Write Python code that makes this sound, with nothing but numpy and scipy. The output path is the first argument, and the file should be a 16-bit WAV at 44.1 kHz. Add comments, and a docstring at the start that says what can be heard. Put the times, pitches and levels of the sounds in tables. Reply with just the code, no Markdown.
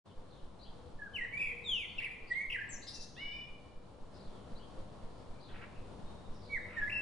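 """Songbird among echoing trees

A thrush-like bird sings whistled, warbled and buzzed notes, made from gliding tones with a swinging pitch.
Trees answer with a long echo of many random reflections; other birds call faintly further off.
Under them lie a dull rumble of filtered noise with a wavering hum, low coos and a thin pure drone.
There are also brief rustles of grainy noise and runs of very low throbs about four times a second."""
import sys
import numpy as np
from scipy import signal
from scipy.io import wavfile

SR = 44100
rng = np.random.default_rng(int(sys.argv[2]) if len(sys.argv) > 2 else 0)


def to_wav(sig):
    """Store sig (one row per channel, or 1-D mono) as 16-bit WAV at the path in sys.argv[1].

    Samples outside -1..1 are clipped; the rate is SR.
    """
    pcm = np.clip(np.atleast_2d(sig), -1, 1) * 32767
    pcm = np.round(pcm).astype(np.int16)
    wavfile.write(sys.argv[1], SR, pcm.T)  # frames by channels


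N = 309141
TIME = np.arange(N) / SR
LEFT_RIGHT = np.array([[1], [-1]])   # opposite signs for the two ears


def amp(db):
    """Turns decibels into gain."""
    return 10 ** (np.asarray(db) / 20)


def rms_one(x):
    """Scales a sound to unit power."""
    return x / np.sqrt(np.mean(x ** 2) + 1e-20)


def at_time(points, seconds):
    """Reads a level curve at the given times."""
    return np.interp(seconds, *np.transpose(points))


def at_hz(points, hz):
    """Reads a spectrum on a log-frequency axis."""
    table_hz, values = np.transpose(points)
    return np.interp(np.log(hz), np.log(table_hz), values)


def lean_gain(db):
    """Gains for the two ears that make the left louder than the right by db."""
    return amp(db / 2 * LEFT_RIGHT)


def stereo(mid, side, alike):
    """Mixes two independent noises so that left and right are alike by the given share."""
    return np.sqrt(1 + alike) * mid + np.sqrt(1 - alike) * side * LEFT_RIGHT


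def low_pass(x, hz):
    """Keeps the sound below hz."""
    return signal.sosfilt(signal.butter(2, hz, fs=SR, output="sos"), x)


def drift(rate, size=N):
    """Smooth random wander of spread 1 that changes about rate times a second."""
    r = np.exp(-2 * np.pi * rate / SR)
    noise = rng.standard_normal(size + 9000)
    return rms_one(signal.lfilter([1], [1, -2 * r, r * r], noise)[9000:])   # skips the filter's start


def shaped(rows, shape):
    """Spells out notes: pitch bends through three values; level attacks, swells to a peak, fades, releases."""
    attack, release, edge_db, swell_db, fade_db = shape
    notes = []
    u = np.linspace(0, 1, 41)   # position within the note
    for start, length, first, middle, last, db, share, depth in rows:
        hz = np.polyval(np.polyfit([0, .5, 1], [first, middle, last], 2), u)
        swell = swell_db * (1 - u / share) ** 2
        fade = fade_db * ((u - share) / (1 - share)) ** 2
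        level = db - np.where(u < share, swell, fade)
        attack_dip = np.clip(1 - u * length / attack, 0, 1)
        release_dip = np.clip(1 - (1 - u) * length / release, 0, 1)
        level = level - edge_db * (attack_dip + release_dip)
        notes.append(np.transpose([start + u * length, hz, level, depth + 0 * u]))
    return notes


def span(rows):
    """Gives a note's sample range, its columns drawn out in time, and soft edges."""
    s, *columns = np.transpose(rows)
    where = slice(int(s[0] * SR), min(int(s[-1] * SR), N))
    t = TIME[where]
    edge = np.clip(np.minimum(t - s[0], s[-1] - t) / 0.0013, 0, 1)
    return where, [np.interp(t, s, c) for c in columns], edge


# What the open beak adds to each overtone's level: (frequency [Hz], level change [dB])
BEAK_GAIN = [(3000, -15.5), (4500, -13), (5500, -10), (7000, -2.5), (10000, 5.5)]


def whistle(notes, warble_hz, unsteady, overtones_db, rasp):
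    """A membrane near a pure tone; its tension wobbles, which swings the pitch up and down."""
    out = np.zeros(N)
    for rows in notes:
        where, (hz, db, depth), edge = span(rows)
        turn = np.cumsum(warble_hz * (1 + unsteady * drift(30, size=len(hz)))) / SR
        # slow one way, quick back; a negative depth turns it upside down
        swing = signal.sawtooth(2 * np.pi * turn, .7)
        swing = swing + rasp * np.tanh(drift(417, size=len(hz)))   # fast uneven flutter roughens a trill
        phase = 2 * np.pi * np.cumsum(hz + depth * swing) / SR
        tone = np.sin(phase)
        for k, overtone_db in enumerate(overtones_db, 2):
            tone = tone + amp(overtone_db + at_hz(BEAK_GAIN, k * hz)) * np.sin(k * phase)
        out[where] += np.sqrt(2) * amp(db) * edge * tone
    return out


# Loudness of the background: (time [s], level [dB])
BACKGROUND_LEVEL = [(.035, -110), (.056, -63), (.062, -55), (2, -56.5), (4.05, -56), (4.3, -52), (5.5, -53),
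                    (7, -52)]


def background():
    """Rumble and hum share one slowly changing loudness."""
    return amp(at_time(BACKGROUND_LEVEL, TIME)) * (rumble(patchy_db=0.9) + hum())


# Spectrum of the rumble, before it is scaled to unit power: (frequency [Hz], level [dB per Hz])
RUMBLE_SPECTRUM = [(21, -41.5), (35, -4.5), (49, -3), (202, -7.5), (343, -12), (492, -12), (656, -14),
                   (1010, -16.5), (1840, -32), (2460, -33), (3790, -30.5), (5560, -39), (10100, -44.5),
                   (10900, -24), (14200, -83), (22000, -120)]
# How alike the two ears are: (frequency [Hz], likeness [0 to 1])
RUMBLE_LIKENESS = [(60, 0.76), (130, 0.6), (260, 0.67), (550, 0.31), (1160, 0.58), (2430, 0.19), (5090, .3),
                   (10700, 0.63)]
# How much louder the left is: (frequency [Hz], left minus right [dB])
RUMBLE_LEAN = [(60, 5.5), (220, 3.5), (800, 1), (2920, 0.5), (10700, 0.0)]


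def rumble(patchy_db):
    """Third-octave bands of noise, each with its own level, likeness and lean; all flicker together."""
    out = 0
    edges = 28 * 2 ** (np.arange(27) / 3)
    white = rng.standard_normal((2, 2, N))   # neighbouring bands take different noise
    flicker = drift(5.3)
    for k, (low, high) in enumerate(zip(edges, edges[1:])):
        band = signal.butter(2, [low, high], "band", fs=SR, output="sos")
        mid, side = signal.sosfilt(band, white[k % 2])
        hz = np.sqrt(low * high)
        alike = np.clip(at_hz(RUMBLE_LIKENESS, hz), 0, 1)
        gain = amp(at_hz(RUMBLE_SPECTRUM, hz)) * lean_gain(at_hz(RUMBLE_LEAN, hz))
        out = out + gain * stereo(mid, side, alike)
    return rms_one(out) * amp(patchy_db * flicker)


# Hum tones: (frequency [Hz], width [Hz], level over the background level [dB])
HUM_TONES = [(100.8, 6.2, -13.5), (197, 4.8, -14.5), (492.4, 26, -16.5)]


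def hum():
    """Narrow wavering tones: noise through sharp resonances."""
    out = 0
    for hz, width, db in HUM_TONES:
        r = np.exp(-np.pi * width / SR)
        noise = np.diff(rng.standard_normal(N + 1))
        tone = signal.lfilter([1], [1, -2 * r * np.cos(2 * np.pi * hz / SR), r * r], noise)
        out = out + amp(db) * rms_one(tone)
    return out


DRONE_HZ = 596.3
# Peak level of the drone before its slow wander: (time [s], level [dB])
DRONE_LEVEL = [(.05, -130), (.07, -89), (2, -80), (2.5, -78.5), (4, -65.5), (4.4, -69), (7, -63)]


def drone():
    """A faint pure tone that comes forward, its strength wandering slowly."""
    level = at_time(DRONE_LEVEL, TIME) + 1.5 * drift(1.1)
    return amp(level) * np.sin(2 * np.pi * DRONE_HZ * TIME)


FAR_PEAK_SHARE = 0.61   # share of a call's length before its peak
# (attack [s], release [s], depth of both [dB], swell up to the peak [dB], fade after it [dB])
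FAR_SHAPE = (.005, .01, 2, 5, 12)
FAR_TREMBLE_DB = 2.5
# Far calls, before the tremble:
# (start [s], length [s], first pitch [Hz], last pitch [Hz], peak level [dB], trill depth [Hz])
FAR_CALLS = [(0.065, 0.07, 3600, 3090, -73, 303), (0.264, .18, 4310, 3046, -70.5, 394),
             (0.588, 0.072, 3880, 4610, -65, 303), (.65, 0.052, 3100, 3510, -64, 220),
             (1.372, 0.19, 3550, 3080, -64.5, 78), (1.881, 0.064, 4370, 4470, -70, 92.5),
             (1.974, 0.056, 3520, 4220, -65, 395), (2.269, 0.064, 4720, 4480, -67.5, 300),
             (2.32, .05, 3530, 3320, -61.5, 349), (2.916, 0.11, 2760, 2640, -67.5, 5),
             (3.154, 0.049, 3360, 4030, -57, 251), (4.128, .06, 5300, 4880, -71, 700),
             (4.137, 0.15, 4350, 4000, -69.5, 450), (4.27, .16, 3590, 3150, -73, 250),
             (4.548, 0.05, 3690, 4720, -71, 200), (4.595, 0.063, 2985, 3430, -67.5, 198),
             (5.131, .13, 4970, 4660, -81, 480), (5.334, 0.077, 2390, 2350, -76, 96),
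             (5.401, 0.2, 4300, 2800, -65, 508), (5.75, 0.054, 2750, 2400, -67, 198),
             (6.058, 0.073, 3736, 3730, -68, -6), (6.228, 0.067, 3740, 3710, -74, -3),
             (6.331, 0.11, 5670, 5000, -73, 500), (6.41, .16, 4490, 3620, -67.5, 497),
             (6.587, 0.087, 3740, 3790, -69, -4), (6.735, 0.045, 3800, 3800, -71.5, 0)]


def far_birds():
    """Straight glides, most with a rough trill, broken up by the moving air on the way."""
    rows = [(s, length, first, (first + last) / 2, last, db, FAR_PEAK_SHARE, depth)
            for s, length, first, last, db, depth in FAR_CALLS]
    calls = whistle(shaped(rows, FAR_SHAPE), 55, .3, [], rasp=.7)
    return calls * amp(FAR_TREMBLE_DB * drift(9))


# Echoes off two big trunks: (left delay [s], right delay [s], level [dB])
TRUNK_ECHOES = [(0.018, 0.017, -13.5), (.027, 0.021, -18)]


def trunks(x):
    """Whole copies of the sound, a little late and different at each ear."""
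    out = 0
    for left, right, db in TRUNK_ECHOES:
        out = out + amp(db) * np.array([np.interp(TIME - s, TIME, x, left=0) for s in (left, right)])
    return out


def scattered(x, shape, share, alike):
    """A stereo cloud of random echoes; share is the chance of an echo at each sample."""
    hits = rng.random(len(shape)) < share
    mid, side = rng.standard_normal((2, len(shape))) * hits * shape
    cloud = stereo(mid, side, np.clip(alike, 0, 1))
    return signal.fftconvolve(x[None], cloud / np.sqrt(2 * share), axes=1)[:, :N]


SCATTER_S, BRANCHES_ALIKE = .015, 0.095   # time for echoes to fade to 1/e, left-right likeness


def branches(x):
    """Sparse echoes off nearby branches and the ground, fading within a few hundredths of a second."""
    shape = np.exp(-np.arange(int(.1 * SR)) / SR / SCATTER_S)
    return scattered(x, shape / np.sqrt(np.sum(shape ** 2)), 1 / 40, BRANCHES_ALIKE)


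TREES_T60_S, TREBLE_T60_S = 0.89, 0.64   # time to fall by 60 dB, below and above TREBLE_HZ
TREBLE_HZ, TREES_ALIKE = 4570, 0.53


def trees(x):
    """Trunks and leaves further off give a dense tail; leaves soak up the treble sooner."""
    t = np.arange(int(1.2 * SR)) / SR
    low = low_pass(x, TREBLE_HZ)
    high = signal.sosfilt(signal.butter(2, TREBLE_HZ, "high", fs=SR, output="sos"), x)
    norm = np.sqrt(np.sum(amp(-60 * t / TREES_T60_S) ** 2))
    out = 0
    for part, t60 in [(low, TREES_T60_S), (high, TREBLE_T60_S)]:
        out = out + scattered(part, amp(-60 * t / t60) / norm, 1.0, TREES_ALIKE)
    return out


COO_PEAK_SHARE = 0.36   # share of a coo's length before its peak
COO_SHAPE = (.02, .02, 3, 8.9, 7)   # columns as in FAR_SHAPE
# Low coos, perhaps a distant dove, before the tremble:
# (start [s], length [s], first pitch [Hz], last pitch [Hz], peak level [dB])
COO_NOTES = [(.1, 0.21, 529, 486, -66.5), (.75, 0.25, 485, 499, -64), (1.05, 0.6, 468, 466, -67),
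             (1.47, .35, 484, 468, -63.5), (1.97, 0.28, 466, 454, -66.5), (2.3, 0.42, 500, 475.6, -68.5),
             (2.95, 0.2, 509, 484, -68), (3.6, 0.57, 495, 478, -70.5), (4.3, .35, 495, 501, -65.5),
             (4.7, 0.18, 500, 554, -64.5), (5.03, .39, 502, 474.6, -65.5), (5.68, 0.38, 495, 516, -67),
             (6.45, 0.34, 496, 488.5, -63)]


def coo():
    """Soft low pure notes that tremble in strength, with their echo."""
    rows = [(s, length, first, (first + last) / 2, last, db, COO_PEAK_SHARE, 0)
            for s, length, first, last, db in COO_NOTES]
    notes = whistle(shaped(rows, COO_SHAPE), 5, 0, [], rasp=0) * amp(4 * drift(12))
    return notes + amp(-7.5) * trees(notes)


THROB_RISE_S, THROB_FALL_S, THROB_LEAK_HZ = 0.031, 0.03, 1.5
THROB_OVER_DB, THROB_UNEVEN_DB = 16, 1   # push height over the background level before the leak, its scatter
# Runs of throbs: (first push [s], period [s], number of pushes)
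THROB_TIMES = [(.19, .2561, 21), (5.543, .2555, 6)]


def throb():
    """Regular slow pressure pushes; pressure leaks away, so each swings under zero afterwards."""
    out = np.zeros(N)
    for first, period, count in THROB_TIMES:
        for s in first + period * np.arange(count):
            db = at_time(BACKGROUND_LEVEL, s) + THROB_OVER_DB + THROB_UNEVEN_DB * rng.standard_normal()
            x = np.where(TIME < s, (s - TIME) / THROB_RISE_S, (TIME - s) / THROB_FALL_S)
            out += amp(db) * np.cos(np.pi * np.clip(x, 0, 1) / 2) ** 2
    return signal.sosfilt(signal.butter(1, THROB_LEAK_HZ, "high", fs=SR, output="sos"), out)


WARBLE_HZ = 37.26
# Note outline of the singer, columns as in FAR_SHAPE
SINGER_SHAPE = (0.0026, 0.0026, 5.4, 25.3, 13.8)
# Second, third and fourth partial against the first, before the beak: (level [dB] each)
SONG_PARTIALS = [-21.5, -32.5, -37]
# The singer's notes, before the tremble: (start [s], length [s], first, middle and last pitch [Hz],
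# peak level [dB], share of the length before the peak, warble depth [Hz])
SONG_NOTES = [(.986, 0.032, 1750, 1733, 1690, -52, .3, 0), (1.012, 0.048, 1678, 1679, 1670, -45.5, 0.21, 1),
              (1.054, 0.028, 1617, 1630, 1390, -45.5, .35, 0),
              (1.134, 0.046, 3040, 2937, 2130, -40, 0.75, -2),
              (1.178, 0.024, 2264, 2090, 1920, -37.5, 0.31, 2),
              (1.207, 0.027, 1893, 1904, 2010, -36.5, 0.25, 4),
              (1.23, 0.027, 2004, 1937, 1680, -38, .35, 4), (1.312, 0.058, 2110, 2280, 2303, -39.5, .6, 2),
              (1.367, 0.019, 2325, 2374, 2450, -36.5, 0.5, 2),
              (1.383, .155, 2370, 2430, 1988, -37, 0.15, 177),
              (1.573, 0.024, 2165, 2290, 2330, -45.5, .3, 2),
              (2.107, 0.049, 2353, 2403, 2360, -47, 0.11, -6), (2.297, 0.037, 2043, 1920, 2050, -34, .7, 0),
              (2.34, 0.08, 2050, 2146, 2180, -35.5, 0.28, 3),
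              (2.392, 0.049, 2088, 2215, 2200, -35.5, 0.41, 10),
              (2.44, .022, 2130, 2120, 2160, -37.5, 0.79, -6),
              (2.543, 0.025, 2098, 1915, 1580, -35, 0.2, -2),
              (2.578, 0.026, 1640, 1618, 1630, -40.5, 0.57, -1),
              (2.606, 0.022, 1830, 1772, 1696, -37.5, 0.64, -2),
              (6.49, 0.057, 2247, 2270, 2190, -39, 0.89, -3),
              (6.543, 0.04, 2184, 2000, 1600, -33.5, 0.15, -9),
              (6.76, 0.045, 1930, 1810, 1720, -33.5, 0.54, 3),
              (6.808, 0.088, 1710, 1685, 1770, -36, 0.17, -9),
              (6.874, 0.013, 1870, 2024, 1950, -36, 0.41, -2),
              (6.891, 0.017, 1920, 2500, 2990, -39, 0.38, -2),
              (6.911, 0.038, 2340, 2725, 2780, -39.5, 0.37, 1),
              (6.936, 0.015, 2370, 2640, 2750, -39, 0.5, -2),
              (6.943, 0.14, 2740, 2650, 2624, -40.5, 0.087, -5)]


def song():
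    """Clear whistles with overtones, one of them with a deep warble."""
    return whistle(shaped(SONG_NOTES, SINGER_SHAPE), WARBLE_HZ, .03, SONG_PARTIALS, rasp=.25)


FLUTTER_HZ = 111.2
# Partials of the burry notes, as in SONG_PARTIALS: (level [dB] each)
BURRY_PARTIALS = [-19.5, -37.5, -33]
# The singer's burry notes, columns as in SONG_NOTES with flutter depth [Hz] last
BURRY_NOTES = [(1.636, 0.22, 3891, 2975, 2013, -36.5, 0.29, 29.8),
               (1.977, 0.031, 2917, 2577, 1860, -38.5, 0.37, 128),
               (2.002, .038, 1860, 2158, 3030, -41, 0.72, 230),
               (2.038, 0.048, 2655, 2138, 1850, -39, 0.14, 170),
               (2.496, 0.018, 2840, 2670, 2520, -39.5, 0.53, 180),
               (2.51, .036, 3046, 2710, 2140, -37.5, 0.58, 233)]


def burry_notes():
    """A fast, uneven swing of the pitch makes these notes burr."""
    return whistle(shaped(BURRY_NOTES, SINGER_SHAPE), FLUTTER_HZ, .2, BURRY_PARTIALS, rasp=.5)


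TRILL_HZ, THIN_OVERTONE_DB, BUZZ_PULSE_DB = 152.2, -17.5, 2.5
# Note outline, columns as in FAR_SHAPE
THIN_OUTLINE = (.004, .006, 4, 10, 12)
# Thin two-voiced notes and the buzz after them, columns as in SONG_NOTES with trill depth [Hz] last
THIN_NOTES = [(2.688, 0.07, 7800, 7240, 6870, -50, 0.8, 80),
              (2.70, 0.076, 6550, 6150, 5480, -49, 0.53, 152),
              (2.813, 0.048, 3900, 4190, 4350, -55, .35, 348),
              (2.865, 0.069, 4064, 4605, 4530, -49.5, 0.49, 755),
              (2.925, 0.068, 4600, 5430, 5080, -51, 0.35, 1130),
              (2.995, .065, 5100, 5270, 4840, -49, 0.23, 1060)]


def thin_notes():
    """High thin tones, then a buzz from a wide fast trill, all uneven in strength."""
    notes = whistle(shaped(THIN_NOTES, THIN_OUTLINE), TRILL_HZ, .3, [THIN_OVERTONE_DB], rasp=.6)
    return notes * amp(BUZZ_PULSE_DB * drift(65))


DOUBLE_JITTER_HZ = 25.2
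# A drawn-out call from both halves of the bird's voice organ at once:
# (time [s], low voice [Hz], high voice [Hz], level [dB])
DOUBLE_VOICES = [(3.165, 1700, 2540, -61), (3.185, 1986, 2780, -55), (3.21, 2188, 2934, -50),
                 (3.27, 2290, 2932, -49), (3.36, 2356, 2986, -49.5), (3.43, 2373, 2953, -54.5),
                 (3.5, 2420, 2860, -67)]
# The tones the coupled voices make: (times low, times high, level [dB])
VOICE_MIXES = [(1, 0, 0.9), (0, 1, -2), (1, 1, -20), (-1, 2, -18), (2, -1, -23.5), (2, 0, -24.5)]


def double_call():
    """Two unsteady voices in one throat give sum and difference tones."""
    where, (low, high, db), edge = span(DOUBLE_VOICES)
    jitter = DOUBLE_JITTER_HZ * np.array([drift(48, size=len(low)), drift(33, size=len(low))])
    low_phase, high_phase = 2 * np.pi * np.cumsum([low, high] + jitter, axis=1) / SR
    tones = 0
    for m, n, mix_db in VOICE_MIXES:
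        tones = tones + amp(mix_db) * np.sin(round(m) * low_phase + round(n) * high_phase)
    out = np.zeros(N)
    out[where] = np.sqrt(2) * amp(db) * edge * tones
    return out


RUSTLE_LOW_HZ, RUSTLE_HIGH_HZ = 1275, 2590
# Puffs of rustle: (time [s], level [dB], half length [s])
RUSTLE_PUFFS = [(5.51, -64, 0.024), (5.555, -56.5, 0.017), (5.594, -60, 0.016), (5.63, -53, 0.018),
                (6.732, -57.5, 0.05), (6.806, -57.5, 0.054)]


def rustle():
    """A few short puffs of grainy noise in the low treble."""
    shape = sum(amp(db) * np.exp(-((TIME - s) / half) ** 2) for s, db, half in RUSTLE_PUFFS)
    grains = rng.standard_normal(N) * amp(2.0 * drift(270))
    band = signal.butter(4, [RUSTLE_LOW_HZ, RUSTLE_HIGH_HZ], "band", fs=SR, output="sos")
    return shape * rms_one(signal.sosfilt(band, grains))


SONG_TREMBLE_DB, TREMBLE_HZ = 1.3, 49
SINGER_LEAN_DB, DIRECT_DULL_HZ = 1.5, 4500
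SINGER_ECHO_DB, NEAR_SCATTER_DB, FAR_DIRECT_DB = -3.5, -5, -2


def scene():
    """Near sounds and far birds, both with echoes, over the background, coos, drone and throb."""
    near = (song() + burry_notes()) * amp(SONG_TREMBLE_DB * drift(TREMBLE_HZ))
    near = near + thin_notes() + double_call() + rustle()
    far = far_birds()
    # foliage blocks the straight path more for high tones
    direct = low_pass(near, DIRECT_DULL_HZ) + amp(FAR_DIRECT_DB) * far
    echoes = trunks(direct)
    echoes = echoes + branches(amp(NEAR_SCATTER_DB) * near + amp(-5.0) * far)
    echoes = echoes + trees(amp(SINGER_ECHO_DB) * near + far)
    birds = lean_gain(SINGER_LEAN_DB) * (direct + echoes)
    return birds + background() + coo() + drone() + throb()


TOP_HZ = 11050   # from here up the treble is at least 50 dB down


def record(dry):
    """The top is cut steeply."""
    return signal.sosfilt(signal.cheby2(16, 50, TOP_HZ, fs=SR, output="sos"), dry)


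dry = scene()
out = record(dry)
to_wav(out)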